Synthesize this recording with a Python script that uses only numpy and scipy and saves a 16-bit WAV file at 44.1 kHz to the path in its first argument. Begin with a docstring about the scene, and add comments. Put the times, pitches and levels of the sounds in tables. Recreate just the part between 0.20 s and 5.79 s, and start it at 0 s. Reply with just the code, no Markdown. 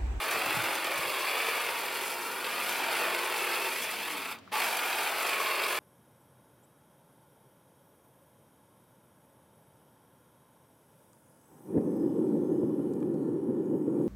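"""Hedge trimmer in a garden

A cordless hedge trimmer works along a hedge, stops for a moment and starts again with a bark.
Impacts in the drive excite housing and gears; the steel blades scrape and ring; grain and noise bursts
make the leaves and twigs. The gardener's body shades the tool, echoes and foliage spread the sound,
and filtered noise gives gusts on the microphone and a garden wash with a distant engine."""
import sys
import numpy as np
from scipy import signal
from scipy.fft import rfft, irfft
from scipy.io import wavfile

SR = 44100
rng = np.random.default_rng(int(sys.argv[2]) if len(sys.argv) > 2 else 0)


def unload_audio(sound):
    """Save the sound as a 16-bit wav file, at the path given as the first command line argument."""
    columns = np.transpose(np.atleast_2d(sound))
    # keep every value between -1 and 1, then stretch to whole-number steps
    steps = np.round(np.clip(columns, -1, 1) * 32767)
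    wavfile.write(sys.argv[1], SR, steps.astype(np.int16))


N = 246519
TIME = np.arange(N) / SR
PULL_S = 4.312  # the trigger is pulled again

# blade speed with the trigger held; it sags in thick growth and eases off before the stop:
# (time [s], speed [reversals per s])
SPEED = [(0, 46), (.3, 45.6), (.5, 43.6), (.74, 43), (.86, 45.6), (1.2, 46), (1.55, 45.4), (2.0, 46.2),
         (2.5, 46), (2.85, 45.4), (3.15, 46.7), (3.48, 45.7), (3.65, 43.2), (3.88, 43), (3.94, 39.6),
         (4.04, 35.5), (4.13, 35), (4.3, 46)]
# colour of the rattling housing: (frequency [Hz], level [dB per Hz])
HOUSING = [(50, -51), (120, -40.5), (200, -14), (290, -12.5), (355, -1.5), (450, -3.5), (580, -2.5),
           (740, -1.5), (860, 1), (1150, 0.6), (1330, -0.5), (1480, -2.5), (1750, -7.5), (2400, -26.5)]
# colour of the gear clatter: (frequency [Hz], level [dB per Hz])
GEARS = [(100, -70), (1100, -47), (1650, -10), (2000, -3), (2400, 2), (2700, -1), (2950, -6), (3350, -5),
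         (3950, -11), (4400, -10), (5000, -11), (5700, -38.5), (8000, -39)]
# colour of the scraping blades: (frequency [Hz], level [dB per Hz])
SCRAPE = [(100, -46), (3800, -31), (5300, 2), (6000, 0), (7100, -3.5), (8400, -0.5), (9900, -0.5),
          (11500, -0.5), (13000, -0.5), (14000, -4.5), (15000, -10), (16000, -6.5)]


def trimmer():
    """A crank drives the blades; play in the drive knocks at each reversal and rattles in between."""
    strokes = np.cumsum(speed()) / SR
    drive = drive_impacts(strokes)
    housing_gain, gears_gain, blades_gain = levels()
    gears = evened(coloured(drive, GEARS))
    body = housing_gain * housing(drive, strokes) + gears_gain * gears
    return body + blades(drive, strokes, blades_gain) + strains(drive) + motor(drive)


def drive_impacts(strokes):
    """Crank knocks, slapping blade teeth and fine grit, pressed harder at one point of each stroke."""
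    knocks = impacts(strokes + .06 * wander(40), spread_db=2.5)
    # the outward and the return stroke knock with unequal force
    knocks = knocks * (1 + 0.21 * np.cos(np.pi * strokes))
    # the teeth slap past each other several times a stroke, never quite in step
    teeth = impacts(8 * strokes + .35 * wander(50), spread_db=1.15)
    load = gain_of(0.24 * np.cos(2 * np.pi * (strokes - .08)))
    crank = 0.32 * chatter(knocks, decay_s=0.0082)
    slaps = 0.7 * chatter(teeth, decay_s=0.0018)
    grit = 0.58 * grains(6500, spread_db=1.0)
    return load * evened(crank + slaps + grit)


def housing(drive, strokes, stuck_pace=.62):
    """The drive shakes the plastic housing; below stuck_pace of full speed its rattle fades away."""
    shaken = evened(coloured(drive, HOUSING))
    freedom = np.minimum(pace() / stuck_pace, 1) ** .5
    return evened(shaken + rattle(strokes)) * freedom


def rattle(strokes, bounces_per_stroke=3.6, loose_turns=.4, level_db=-7.5, flex_s=0.00029):
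    """Loose parts bounce unevenly against the shell, whose modes bend a little as the grip flexes it."""
    # narrow modes of the plastic shell: (frequency [Hz], width of the first pass [Hz], level [dB])
    shell_modes = [(392, 27, -7.5), (462, 30, -4), (509, 45, -7.5), (631, 31, -4.5), (830, 60, -3),
                   (950, 34, -3), (1090, 56, -5), (1205, 54, -0.5), (1429, 44, -1), (2440, 110, -0.5),
                   (2665, 97, -1.5)]
    hits = impacts(bounces_per_stroke * strokes + loose_turns * wander(70), spread_db=2.5)
    hits = hits * rng.choice([-1, 1], N)
    shell = np.zeros(N)
    for hz, width, db in shell_modes:
        shell += gain_of(db) * ring(ring(hits, hz, width), hz, hz / 2)
    return gain_of(level_db) * np.interp(TIME - flex_s * wander(3), TIME, evened(shell))


def blades(drive, strokes, gain, waver_db=2.5):
    """Steel slides over steel and through foliage in uneven bites; the rubbing also makes it ring."""
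    # ringing of the steel: (frequency [Hz], decay by 60 dB [s], mean level before a shared trim [dB])
    steel_modes = [(4380, .009, -7), (4900, .012, -9.5), (6266, .03, -22), (7631, .04, -22),
                   (7900, .02, -18), (9910, .012, -14), (10621, .025, -14), (10830, .02, -18),
                   (13599, .022, -15), (13850, .012, -18), (14836, .03, -19)]
    bites = gain_of(wander(27) + np.cos(2 * np.pi * strokes))  # about 1 dB each
    fine = 1.2 * grains(6000, spread_db=2.5)
    coarse = 0.49 * chatter(grains(120, spread_db=0), decay_s=0.0031)
    rub = bites * evened(0.42 * drive + fine + coarse)
    steel = np.zeros(N)
    for hz, t60, db in steel_modes:
        width = np.log(1000) / np.pi / t60
        steel += gain_of(db + waver_db * wander(8.0)) * ring(gain * rub, hz, width)
    return gain * evened(coloured(rub, SCRAPE)) + gain_of(-3.0) * np.std(gain * rub) * steel


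def strains(drive):
    """As load and grip shift, one resonance or another of housing, gears or blades sings out."""
    # singing resonances: (time [s], length [s], frequency [Hz], half the width of each pass [Hz], level [dB])
    singing = [(-.05, 0.24, 1500, 45, -43), (.295, .04, 380, 60, -38), (0.098, 0.44, 2560, 220, -51.5),
               (0.575, 0.32, 2340, 260, -45.5), (.85, 0.37, 3380, 80, -54), (.9, .55, 4300, 130, -59),
               (.95, 0.49, 2560, 240, -49), (2.173, 0.14, 4330, 100.2, -57), (2.58, 0.16, 890, 61, -55),
               (2.87, 0.095, 1410, 45, -44), (3.1, .38, 2690, 130, -48), (3.54, 0.18, 3360, 80, -49.5),
               (3.78, 0.28, 488, 40, -56), (4.383, 0.055, 2260, 160, -37), (4.45, 0.55, 833, 69.6, -49.5),
               (4.52, .38, 1180, 60, -49), (5.0, 0.5, 1096, 50, -46.5), (5.03, 0.44, 2500, 260, -45),
               (2.02, .2, 14880, 110, -60), (1.95, .25, 10660, 130, -59), (2.37, .25, 13870, 200, -55),
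               (3.25, 0.44, 10610, 80, -57), (3.3, .42, 14850, 80, -62), (4.48, .38, 13600, 100, -55)]
    out = np.zeros(N)
    for s, length, hz, half_width, db in singing:
        out += gain_of(db) * swell(s, length) * ring_twice(drive, hz, half_width * 2)
    return out


def motor(drive, hum_cycles_per_stroke=7.6):
    """The rotor's wavering hum and the low thrum of the rattling drive, both following the speed."""
    # lows bending round the gardener as the tool is turned, at full speed:
    # (time [s], hum level [dB], thrum level [dB])
    aim = [(0, -54, -56), (.3, -43, -52.5), (.7, -50, -54), (1.051, -47.5, -62.5), (1.8, -56, -56.5),
           (2.3, -52, -54.5), (2.88, -42, -52.5), (3.1, -51.5, -59.5), (3.401, -53, -59), (3.6, -56, -54.5),
           (3.85, -54, -56), (3.94, -43, -54), (4.04, -57, -51), (4.4, -62, -69), (4.6, -52, -65),
           (5.6, -52.5, -62)]
    # colour of the thrum: (frequency [Hz], level [dB per Hz])
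    thrum_colour = [(70, -30.5), (130, -19), (180, 1), (260, 3), (330, -6.5), (480, -14), (900, -63)]
    s, hum_db, thrum_db = np.transpose(aim)
    hum_gain = gain_of(np.interp(TIME, s, hum_db))
    thrum_gain = gain_of(np.interp(TIME, s, thrum_db))
    turns = np.cumsum(hum_cycles_per_stroke * speed()) / SR + .025 * wander(10)
    hum = evened(np.cos(2 * np.pi * turns) * (1 + .25 * wander(6)))
    thrum = evened(coloured(drive, thrum_colour))
    return pace() ** 2 * (hum_gain * hum + thrum_gain * thrum)


def speed(release_s=4.123, coast_s=.042, stall_s=.11, spin_up_s=.011):
    """Reversals per second: the drive coasts when the trigger is let go and spins up fast when pulled."""
    since = np.maximum(TIME - release_s, 0)
    friction = np.maximum(1 - (since / stall_s) ** 3, 0)  # dead stop stall_s after the release
    coasting = np.exp(-since / coast_s) * friction
    spinning_up = 1 - np.exp(-np.maximum(TIME - PULL_S, 0) / spin_up_s)
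    return np.interp(TIME, *np.transpose(SPEED)) * np.maximum(coasting, spinning_up)


def pace():
    """Speed as a share of full speed."""
    return speed() / SPEED[0][1]


def load_db(ease_s=0.017):
    """How hard the hedge makes the drive work; each load builds up and lets go within ease_s."""
    # sweeps through the hedge: (start [s], length [s], load [dB])
    sweeps = [(0.09, 0.46, 1), (0.943, 0.48, 1), (2.69, 0.2, 2), (3.04, 0.34, 0.1), (4.277, 0.23, 1.5),
              (5.024, 0.53, 0.5)]
    return sum(db * plateau(s, ease_s, length - 2 * ease_s, ease_s) for s, length, db in sweeps)


def levels():
    """Gains of housing, gears and blades, following speed, load and whatever shades the tool."""
    # housing, gears, blades running free at full speed:
    # (level [dB], power of speed [1], share of the load [1], sharpness of the shadow [1])
    parts = {"housing": (-36, 0.34, 1, 1), "gears": (-37, 1.34, 1., 1.5), "blades": (-43.5, 2.5, 1.04, 0.5)}
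    # the tool passes behind foliage or the gardener: (start [s], going in [s], hidden [s],
    # coming out [s], housing change [dB], gears change [dB], blades change [dB])
    shadows = [(.4, 0.71, 0.042, 0.063, -1.5, 0, -0.8), (1.35, .65, 0.14, 0.5, -4, -4, -0.5),
               (1.93, 0.036, 0.27, 0.071, 0.5, -1.8, -2.3), (3.43, 0.15, 0.59, 0.33, -5, -1, 0.5)]
    load, gains = load_db(), []
    for part, (db, power, share, sharpness) in enumerate(parts.values()):
        shade = np.zeros(N)
        for s, going, hidden, coming, *changes_db in shadows:
            shade += changes_db[part] * plateau(s, going, hidden, coming) ** sharpness
        gains.append(pace() ** power * gain_of(db + share * load + shade))
    return gains


def squawk(hz=868, width_hz=16, rough=0.5, throb=0.4, level_db=-36.5,
           lag_s=0.0054, rise_s=0.019, hold_s=.022, fade_s=0.12,
           upper_hz=1130, upper_width_hz=170, upper_db=-3):
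    """As the drive grabs, the blades stick and slip: a rough bark at each stroke, a looser tone above."""
    turns = np.cumsum(hz + width_hz * wander(123)) / SR
    strokes = np.cumsum(speed() * (TIME > PULL_S)) / SR
    throbbing = 1 + throb * np.cos(2 * np.pi * strokes)
    tone = evened(np.cos(2 * np.pi * turns) * (1 + rough * wander(160)) * throbbing)
    upper = ring_twice(rng.standard_normal(N), upper_hz, upper_width_hz)
    envelope = plateau(PULL_S + lag_s, rise_s, hold_s, fade_s)
    return gain_of(level_db) * envelope * (tone + gain_of(upper_db) * upper)


def clacks(decay_s=0.0037):
    """Small knocks of the tool coming to rest and switched on again: resonant noise that dies at once."""
    # last clacks of the stopping drive, then the grip and the trigger:
    # (time [s], starting level [dB], frequency [Hz], half the width of each pass [Hz])
    knocks = [(4.147, -54, 2400, 1500), (4.1865, -49, 2500, 2200), (4.254, -67, 2000, 6000),
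              (4.2755, -47, 1240, 300), (4.291, -62, 1350, 500)]
    out = np.zeros(N)
    for s, db, hz, half_width in knocks:
        dying = (TIME > s) * np.exp(-abs(TIME - s) / decay_s)
        out += gain_of(db) * dying * ring_twice(rng.standard_normal(N), hz, 2 * half_width)
    return out


def twigs(snap_s=0.0043, splinter_s=0.02, splinter_db=-10,
          thin_per_s=6, thin_db=6, thin_spread_db=1.5, thin_treble_db=-4):
    """A twig gives way with a crack and a short splintering that jolts the gears, housing and blades."""
    # thick twigs cut through: (time [s], burst level before colouring [dB], extra on the scrape feed [dB])
    thick = [(.111, -30, 5), (0.2962, -25, -17), (0.5533, -27, 0), (0.644, -30, 4), (0.668, -28, -2),
             (1.189, -25, -14), (1.374, -29, -14), (1.488, -25.5, -7), (1.756, -29, -10), (1.917, -32, -4),
             (2.2438, -25.5, -16), (2.2647, -27, -20), (2.492, -27.5, 3), (3.5593, -28.5, -1),
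             (4.123, -33, -18), (4.34, -28, -11.5), (4.401, -27, -2), (4.4188, -24.5, -5), (4.509, -31, -2),
             (4.569, -29, 3.5), (4.7282, -25.5, -17), (4.7857, -26, -8), (4.8733, -25, -11),
             (4.9825, -29, -5), (5.091, -24.5, -16), (5.1167, -39, -6), (5.1301, -23.5, -19),
             (5.26, -25.5, -14), (5.4364, -25.5, -6)]
    t, jolt, crack = np.arange(SR // 20) / SR, np.zeros(N), np.zeros(N)
    shape = np.exp(-t / snap_s) + gain_of(splinter_db) * np.exp(-t / splinter_s)
    # thin twigs snap by chance; their level follows the gears, so none is heard while the blades stand
    gears_db = 20 * np.log10(levels()[1] + 1e-9)
    snap_db = gears_db + thin_db + thin_spread_db * rng.standard_normal(N)
    moments = np.flatnonzero(rng.random(N) < thin_per_s / SR)
    thin = [(TIME[i], snap_db[i], thin_treble_db) for i in moments]
    for s, db, treble_db in thick + thin:
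        burst = gain_of(db) * shape * rng.standard_normal(len(t))
        add(jolt, s, burst)
        add(crack, s, gain_of(treble_db) * burst)
    body = gain_of(6.0) * coloured(jolt, GEARS) + gain_of(-0.5) * coloured(jolt, HOUSING)
    return body + gain_of(-7.5) * coloured(crack, SCRAPE)


def leaves():
    """Bunches of leaves tear in a dense bright crackle."""
    # shredded bunches: (time [s], length [s], level [dB])
    bunches = [(0.537, 0.029, -46), (0.772, 0.022, -42), (1.89, 0.066, -45.5), (2.443, 0.22, -45.5),
               (3.604, 0.061, -42.5), (4.4, 0.16, -43.5), (4.503, 0.39, -47)]
    tearing = sum(gain_of(db) * swell(s, length) for s, length, db in bunches)
    crackle = grains(3000, spread_db=2)
    return tearing * evened(coloured(crackle, SCRAPE))


def outdoors(x, sway_s=0.0003975, count=12):
    """Echoes shift as the tool is swung; swaying foliage scatters some sound to the sides."""
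    # gardener's body, lawn and fence: (delay [s], level before colouring [dB])
    reflections = [(.0017, -12.5), (.0042, -14), (.0075, -18), (.013, -20)]
    # colour of the scattered side signal before its trim: (frequency [Hz], level [dB])
    scatter_colour = [(200, -32), (700, -18), (1290, -15), (2400, -18.5), (3500, -37), (5000, -10),
                      (7000, -0.5), (9000, -6), (15000, -8.5)]
    echoes = np.zeros(N)
    for delay, db in reflections:
        echoes += gain_of(db) * np.interp(TIME - delay - sway_s * wander(0.842), TIME, x)
    middle = x + coloured(echoes, [(3000, 1.0), (12000, -1.3)])
    foliage = np.zeros(N)
    for delay in rng.uniform(0.001067, .009, count):
        foliage += np.interp(TIME - delay - sway_s * wander(0.82), TIME, x)
    side = gain_of(.5) * coloured(foliage / np.sqrt(count), scatter_colour)
    return np.array([middle + side, middle - side])


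def wind(alike=0.31, rise_s=0.025):
    """Gusts swell quickly and die away: a lumpy rumble, only partly alike at the two microphone ports."""
    # gusts: (peak time [s], level before the port weights [dB], dying time [s])
    gusts = [(.17, -56, 0.04), (.28, -53, 0.045), (.4, -53, 0.066), (.8, -59, 0.05)]
    # colour of the rumble: (frequency [Hz], level [dB per Hz])
    wind_colour = [(20, -27), (50, -15.5), (90, 1), (135, 4), (190, -3), (300, -7), (600, -53)]
    strength = np.zeros(N)
    for s, db, dying in gusts:
        strength += gain_of(db) * np.exp(-np.maximum((s - TIME) / rise_s, (TIME - s) / dying))
    shared, left, right = (evened(coloured(rng.standard_normal(N), wind_colour)) for _ in range(3))
    return strength * (alike * shared + np.array([1.7 * left, 1.25 * right]))


def buffets(leak=0.1):
    """An eddy hits one microphone port with a short low thud; little of it reaches the other."""
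    # eddies: (time [s], peak level [dB], frequency [Hz], half length [s], port [0 left, 1 right])
    eddies = [(.152, -44, 140, .004, 0), (.353, -40, 140, .005, 1), (.374, -31, 160, 0.0052, 0),
              (.381, -38, 135, .007, 0), (.399, -39, 115, .018, 1), (.429, -45, 140, .011, 1),
              (.455, -45, 125, .011, 0), (.794, -38, 140, 0.0035, 0), (.8645, -46, 153, .004, 0),
              (.8865, -47, 120, .004, 0)]
    out = np.zeros((2, N))
    for s, db, hz, half, port in eddies:
        envelope = gain_of(db) * np.exp(-((TIME - s) / half) ** 2)
        thud = envelope * np.cos(2 * np.pi * hz * (TIME - s))
        out += np.outer([leak, 1] if port == 1 else [1, leak], thud)
    return out


def garden(rumble_hz=98, rumble_width_hz=45, rumble_db=-9.0):
    """Noise for the low wash of open air; wavering tones and a low rumble for a distant engine."""
    # colour of the wash: (frequency [Hz], level [dB per Hz])
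    wash_colour = [(20, -23), (50, -20), (75, -6), (98, -1.5), (135, -10), (180, 3), (260, 0.5), (450, 0.5),
                   (1200, -6.5), (2500, -6), (5000, -16), (8000, -28), (16000, -28)]
    # lines of the engine against each other: (frequency [Hz], level [dB])
    engine_lines = [(108, -9), (183, -3), (228, -1), (273, 0.5)]
    # gain of the whole engine as it swells: (time [s], level [dB])
    engine_swell = [(1.2, -70), (2.3, -70), (3.2, -69), (3.9, -65), (4.25, -62.5), (4.6, -70), (5.6, -69.5)]
    shared, left, right = (evened(coloured(rng.standard_normal(N), wash_colour)) for _ in range(3))
    wash = gain_of(-59.0) * (0.8 * shared + np.array([left, right]))
    drone = np.zeros(N)
    for hz, db in engine_lines:
        tone = np.cos(2 * np.pi * (hz * TIME + .17 * wander(5)))
        drone += gain_of(db) * evened(tone * (1 + .55 * wander(10)))
    # the exhaust
    rumble = gain_of(rumble_db) * ring_twice(rng.standard_normal(N), rumble_hz, rumble_width_hz)
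    return wash + gain_of(np.interp(TIME, *np.transpose(engine_swell))) * (drone + rumble)


def gain_of(db):
    """Decibels to amplitude."""
    return 10 ** (np.asarray(db) / 20)


def evened(x):
    """Scales to rms 1."""
    return x / np.sqrt(np.mean(x ** 2) + 1e-20)


def add(mix, s, sound):
    """Mixes a sound in at time s."""
    part = mix[max(round(s * SR), 0):][:len(sound)]
    part += sound[:len(part)]


def wander(rate_hz):
    """Random drift of rms 1, slower than about rate_hz."""
    hz = np.fft.rfftfreq(N, 1 / SR)
    return evened(irfft(rfft(rng.standard_normal(N)) / (1 + (hz / rate_hz) ** 4), N))


def coloured(x, spectrum, size=4096):
    """Minimum-phase filter with the given (Hz, dB) curve: clicks start sharply and ring out."""
    hz, db = np.transpose(spectrum)
    bins_hz = abs(np.fft.fftfreq(size, 1 / SR))
    curve_db = np.interp(np.log(bins_hz + 1), np.log(hz + 1), db)
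    log_gain = np.log(gain_of(curve_db))
    response = np.fft.ifft(np.exp(np.conj(signal.hilbert(log_gain)))).real
    return signal.oaconvolve(x, response[:size // 2])[:N]


def ring(x, hz, width):
    """One resonance of the given width in Hz, at rms 1."""
    r = np.exp(-np.pi * width / SR)
    return evened(signal.lfilter([1, 0, -1], [1, -2 * r * np.cos(2 * np.pi * hz / SR), r * r], x))


def ring_twice(x, hz, width):
    """The same resonance passed twice, for steeper skirts."""
    return ring(ring(x, hz, width), hz, width)


def swell(s, length):
    """A rounded rise and fall."""
    return np.sqrt(np.maximum(np.sin(np.pi * np.clip((TIME - s) / length, 0, 1)), 0))


def plateau(s, attack, hold, release):
    """Rises from 0 to 1, holds and falls back."""
    falling = 1 + (s + attack + hold - TIME) / release
    return np.clip(np.minimum((TIME - s) / attack, falling), 0, 1)


def impacts(turns, spread_db):
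    """One click of chance size at each whole turn, at rms 1."""
    size = gain_of(spread_db * np.clip(rng.standard_normal(N), -2, 2))
    whole = np.floor(turns)
    return evened((np.diff(whole, prepend=whole[0]) > 0) * size)


def chatter(clicks, decay_s):
    """Each impact breaks up into a short dying burst of tiny contacts."""
    power = signal.lfilter([1], [1, -np.exp(-2 / (decay_s * SR))], clicks ** 2)
    return evened(np.sqrt(power + 1e-12) * rng.standard_normal(N))


def grains(per_s, spread_db):
    """Clicks at chance moments; with a spread, most are small and a few large."""
    size = gain_of(spread_db * np.minimum(rng.exponential(1, N), 3))
    return evened((rng.random(N) < per_s / SR) * size * rng.choice([-1, 1], N))


def scene():
    """The trimmer and its cuttings in the garden."""
    work = trimmer() + squawk() + twigs() + leaves() + clacks()
    return outdoors(work) + wind() + buffets() + garden()


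def record(dry, edge_hz=15950):
    """A steep low-pass limits the band."""
    low_pass = signal.firwin(511, edge_hz, window=("kaiser", 9), fs=SR)
    return signal.oaconvolve(dry, low_pass[None], "same")


dry = scene()
out = record(dry)
unload_audio(out)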